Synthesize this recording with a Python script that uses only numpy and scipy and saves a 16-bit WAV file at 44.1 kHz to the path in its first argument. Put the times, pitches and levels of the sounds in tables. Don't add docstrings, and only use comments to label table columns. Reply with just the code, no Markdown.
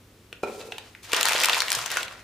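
import sys
import numpy as np
from scipy import signal
from scipy.fft import rfft, irfft, next_fast_len
from scipy.io import wavfile
from scipy.ndimage import uniform_filter1d, map_coordinates

SR = 44100
rng = np.random.default_rng(int(sys.argv[2]) if len(sys.argv) > 2 else 0)


def int16_out(signal):
    q = np.round(np.clip(np.atleast_2d(signal).T, -1, 1) * 32767)
    wavfile.write(sys.argv[1], SR, q.astype(np.int16))


def elevation(decibels):
    levels = np.asarray(decibels, float)
    return 10 ** (levels / 20)


N = 98607

# (frequency [Hz], level per Hz [dB])
AIR_COLOR = [(25, -23), (55, -5), (130, -10), (350, -10.5), (700, -21), (3000, -24.5), (16000, -34.5)]
# (frequency [Hz], likeness [0 to 1])
AIR_LIKENESS = [(300, .99), (3000, .5)]
AIR_DB = -55
HUM_HZ, HUM_DB = 100, -59.5

# (frequency [Hz], time to fall 60 dB [s])
ROOM_DECAY = [(500, 0.72), (10000, 0.075)]
# (frequency [Hz], likeness [0 to 1])
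LIKENESS = [(400, 0.96), (2400, 0.72), (10000, 0.25)]
ROOM_DB = -6

# (frequency [Hz], struck level [dB], time to fall 60 dB [s], scraped level [dB])
CUP_MODES = [(231, -19.5, 0.13, -15.5), (436, 2.5, 0.043, 2.5), (543, 7.5, 0.023, -3.5),
             (740, 4.5, 0.022, -11.5), (995, -2.5, 0.02, -13), (1341, -4.5, 0.051, -10),
             (2435, -6, 0.052, -6), (4030, -20.5, 0.048, -21)]
# (time [s], level [dB])
SCRAPE_LEVEL = [(.44, -29.5), (.54, -51), (.62, -42), (.69, -47), (.76, -55)]
# (time [s], level [dB], frequency [Hz])
HAND_BUMPS = [(.328, -35, 455), (.7218, -24, 760), (.7815, -27, 880), (1.133, -15.5, 450),
              (1.312, -12, 860), (1.351, -15, 560), (1.768, -33.5, 122)]
TAP_S, TAP_DB = .4335, -18
WALL_HZ, STIFFENS = 2000, 1.05
PUSH_CYCLES = 2.92

# (time [s], crackle level [dB], treble brightness [dB])
HANDLING_CURVE = [(.43, -48.5, 17), (.455, -61.5, 19.5), (.58, -73, 35), (.615, -40, 5), (.65, -81, 42),
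                  (.79, -54, 7.5), (1.024, -66.5, 14), (1.032, -53.5, 22), (1.115, -37, 0),
                  (1.135, -25, -0.5), (1.2, -28.5, 2), (1.3, -32, 10), (1.44, -26, 4), (1.55, -30.5, 5.5),
                  (1.66, -42, 12.5), (1.725, -29, 4), (1.78, -34.5, 11), (1.85, -38, 7), (1.975, -29, 4),
                  (2.05, -47.5, 12.5), (2.14, -46.5, 1.5), (2.27, -58, 0)]
# (frequency [Hz], level per Hz [dB])
RUSTLE_COLOR = [(600, 14), (3000, 8), (15000, -4)]
CRACKLES_PER_S = 1500
CRACKLE_HZ, CRACKLE_OCTAVES = 2874, 1.185
CRACKLE_CYCLES = 2.44
SIZE_SPREAD_DB, CRACKLE_PAN_DB = 6, -1
GRAIN_GROWS = 0.15
RUSTLE_DB = -0.5
TREBLE_HZ = 5250

# (time [s], level [dB], ring frequency [Hz], treble burst over the ring [dB])
CREASE_SNAPS = [(0.3275, -27.5, 2490, -1), (0.7214, -22, 2804, -3), (0.7824, -24.5, 3120, 4.5),
                (0.9498, -33, 2030, -30), (1.119, -25, 3180, 12), (1.1322, -11, 2800, 8),
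                (1.1454, -14, 3180, 3), (1.1651, -37.5, 790, 32), (1.1827, -22, 3130, -18),
                (1.2104, -17.5, 2720, 16.5), (1.2299, -14, 3440, 12.5), (1.2545, -15, 1890, 12.5),
                (1.2853, -19, 1460, 17.5), (1.293, -14.5, 2670, 6.5), (1.3216, -18, 2250, 9.5),
                (1.3322, -16.5, 3020, 10.5), (1.3555, -14.5, 3205, -22), (1.4013, -33, 1100, 27.5),
                (1.4146, -27.5, 5020, 22), (1.4354, -17, 2890, 18), (1.4439, -13, 2730, -23),
                (1.446, -23, 3420, 22), (1.457, -18.5, 4400, 18), (1.4855, -14.5, 1035, 8.5),
                (1.4961, -10.5, 2720, 7.5), (1.5315, -12, 3650, 1), (1.5453, -14.5, 2350, 7.5),
                (1.5688, -19, 917, -17), (1.5883, -33, 2060, -25), (1.604, -9.5, 4430, 3.5),
                (1.6196, -16.5, 1700, 10.5), (1.6819, -19.5, 2980, 4), (1.7031, -16, 7350, 11.5),
                (1.718, -19.5, 1640, 20), (1.7281, -13, 9180, 8.5), (1.7504, -16, 5610, 12),
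                (1.7891, -20.5, 1380, 5), (1.8603, -21, 6140, 11), (1.9029, -24.5, 3090, 9),
                (1.9157, -25.5, 2020, 18), (1.9704, -16, 1554, 8.5), (2.03, -21.5, 3214, 7.5),
                (2.081, -26.5, 2720, -4)]
SNAP_CYCLES = 4
RISE_S, BURST_S = .0002, .0011
FLUTTER_S, FLUTTER_DB = 0.0026, -7.5
THIN_HZ, DULL_HZ = 481, 12900

TILT_DB = 1.5
TOP_HZ = 15500


def unit(x):
    return x / np.sqrt(np.mean(x ** 2) + 1e-20)


def along(points, hz):
    f, value = np.transpose(points)
    return np.interp(np.log(hz + 1), np.log(f + 1), value)


def curves(rows):
    s, *columns = np.transpose(rows)
    t = np.arange(N) / SR
    return [np.interp(t, s, column, left=-120, right=-120) for column in columns]


def wobble(rate):
    knots = rng.standard_normal(int(N * rate / SR) + 4)
    return map_coordinates(knots, [np.arange(N) * rate / SR])


def filtered(x, response):
    m = next_fast_len(N + 8192)
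    return irfft(rfft(x, m) * response(np.fft.rfftfreq(m, 1 / SR)), m)[..., :N]


def rush(color, alike):
    def mid_and_side(hz):
        turn = np.arccos(np.clip(along(alike, hz), -1, 1)) / 2
        return elevation(along(color, hz)) * [np.cos(turn), np.sin(turn)]

    mid, side = filtered(rng.standard_normal((2, N)), mid_and_side)
    return unit(np.array([mid + side, mid - side]))


def placed(s, shapes, pan_db):
    starts = np.round(s * SR).astype(int)
    at = (starts[:, None] + np.arange(shapes.shape[1])).ravel()
    sides = []
    for side in (1, -1):
        panned = shapes * elevation(side * pan_db / 2)[:, None]
        sides.append(np.bincount(at, panned.ravel(), N + SR)[:N])
    return np.array(sides)


def kitchen_air():
    level = elevation(HUM_DB + wobble(10.1))
    hum = level * np.sin(2 * np.pi * HUM_HZ * np.arange(N) / SR + wobble(5.02))
    return elevation(AIR_DB) * rush(AIR_COLOR, AIR_LIKENESS) + hum


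def room(x):
    hz, t, z = signal.stft(rng.standard_normal((2, SR // 2)), SR, nperseg=256)
    apart = np.sqrt(1 / np.clip(along(LIKENESS, hz), .2, 1) - 1)
    z = z[0] + apart[:, None] * z[1] * [[[1]], [[-1]]]
    fading = z * elevation(-60 * t / along(ROOM_DECAY, hz)[:, None])
    tail = signal.istft(fading, SR, nperseg=256)[1]
    tail = tail / np.linalg.norm(tail[0])
    delayed = np.pad(x.mean(axis=0), (90, 0))[None]
    return signal.fftconvolve(delayed, tail, axes=1)[:, :N]


def cup_ring(t):
    ring = 0
    for hz, db, t60, _ in CUP_MODES:
        ring = ring + elevation(TAP_DB + db - 60 * t / t60) * np.sin(2 * np.pi * hz * t)
    return ring * (1 - np.exp(-t / 0.0012))


def cup_scrape(t):
    def body(f, up):
        total = 0
        for k, (hz, _, t60, db) in enumerate(CUP_MODES):
            center = hz * (up if hz > WALL_HZ else 1)
            width = np.log(1000) / np.pi / t60
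            mode = 1j * f * width / (center * center - f * f + 1j * f * width)
            total = total + (-1) ** k * elevation(db) * mode
        return total

    grit = rng.standard_normal(N) * elevation(2.5 * wobble(150))
    late = np.minimum(t / (SCRAPE_LEVEL[2][0] - TAP_S), 1)
    early_sound = filtered(grit, lambda f: body(f, 0.99))
    late_sound = filtered(grit, lambda f: body(f, STIFFENS))
    scrape = np.sqrt(1 - late) * early_sound + np.sqrt(late) * late_sound
    return elevation(curves(SCRAPE_LEVEL)[0]) * unit(scrape)


def hand_bumps():
    pushes = 0
    for s, db, hz in HAND_BUMPS:
        t = np.maximum(np.arange(N) / SR - s, 0)
        fade = np.tanh(2 * hz * t) * np.exp(-2 * t * hz / PUSH_CYCLES)
        pushes = pushes + elevation(db) * np.sin(2 * np.pi * hz * t) * fade
    return pushes


def cup():
    t = np.maximum(np.arange(N) / SR - TAP_S, 0)
    return np.tile(cup_ring(t) + hand_bumps() + cup_scrape(t), (2, 1))


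def crackle():
    level_db, bright_db = curves(HANDLING_CURVE)
    u = rng.random((int(CRACKLES_PER_S * N / SR), 3))
    z = rng.standard_normal((len(u), 2))
    hz = np.clip(CRACKLE_HZ * 2 ** (CRACKLE_OCTAVES * z[:, :1]), 300, 15000)
    t = np.arange(200) / SR
    size = elevation(np.minimum(-SIZE_SPREAD_DB * np.log(u[:, 1:2]), 20))
    grains = size * np.sin(2 * np.pi * (hz * t + u[:, 2:])) * np.exp(-2 * t * hz / CRACKLE_CYCLES)
    grains = unit(placed(u[:, 0] * N / SR, grains, CRACKLE_PAN_DB * z[:, 1]))
    grains = grains * elevation(GRAIN_GROWS * (level_db - level_db.max()))
    film = grains + elevation(RUSTLE_DB) * rush(RUSTLE_COLOR, LIKENESS)
    treble = filtered(film, lambda f: f ** 2 / (f ** 2 + TREBLE_HZ ** 2))
    film = film - treble + elevation(np.maximum(bright_db, -20)) * treble
    return elevation(level_db + 2.26 * wobble(50.21)) * film


def snaps():
    s, db, hz, bright_db = np.transpose(CREASE_SNAPS)
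    t = np.arange(700) / SR
    noise = rng.standard_normal((len(s), 4, len(t)))
    pan_db = 2.33 * noise[:, 3, 0]
    rise = 1 - np.exp(-t / RISE_S)

    ring = np.sin(2 * np.pi * hz[:, None] * t) * np.exp(-2 * t * hz[:, None] / SNAP_CYCLES)
    flutter = elevation(FLUTTER_DB) * uniform_filter1d(noise[:, 0], size=19) * 6
    flutter = flutter * np.cos(2 * np.pi * hz[:, None] * t) * np.exp(-t / FLUTTER_S)
    panel = placed(s, elevation(db)[:, None] * 2 * rise * (ring + flutter), pan_db)

    size = elevation(db + bright_db)[:, None] * 2 * rise * np.exp(-t / BURST_S)
    burst = placed(s, size * noise[:, 1], 2 * pan_db)
    burst = burst + elevation(-7.0) * placed(s, size * noise[:, 2], pan_db) * [[1], [-1]]
    bright = filtered(burst, lambda f: (1j * f / TREBLE_HZ) ** 2 / (1 + 1j * f / TREBLE_HZ) ** 3)
    return panel + bright


def radiated(film):
    def response(f):
        bass_loss = (1j * f / THIN_HZ / (1 + 1j * f / THIN_HZ)) ** 3
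        return bass_loss / (1 + 1j * f / DULL_HZ) ** 3

    return filtered(film, response)


def scene():
    near = radiated(snaps() + crackle()) + cup()
    return near + elevation(ROOM_DB) * room(near) + kitchen_air()


def low_pass(x):
    return signal.sosfilt(signal.butter(12, 16790, fs=SR, output="sos"), x)


def record(dry):
    def microphones(hz):
        tilt_db = TILT_DB * np.tanh(hz / TREBLE_HZ) / 2
        return elevation(tilt_db * np.array([[1], [-1]])) * (hz < TOP_HZ)

    mix = filtered(dry, microphones)
    return low_pass(mix)


dry = scene()
out = record(dry)
int16_out(out)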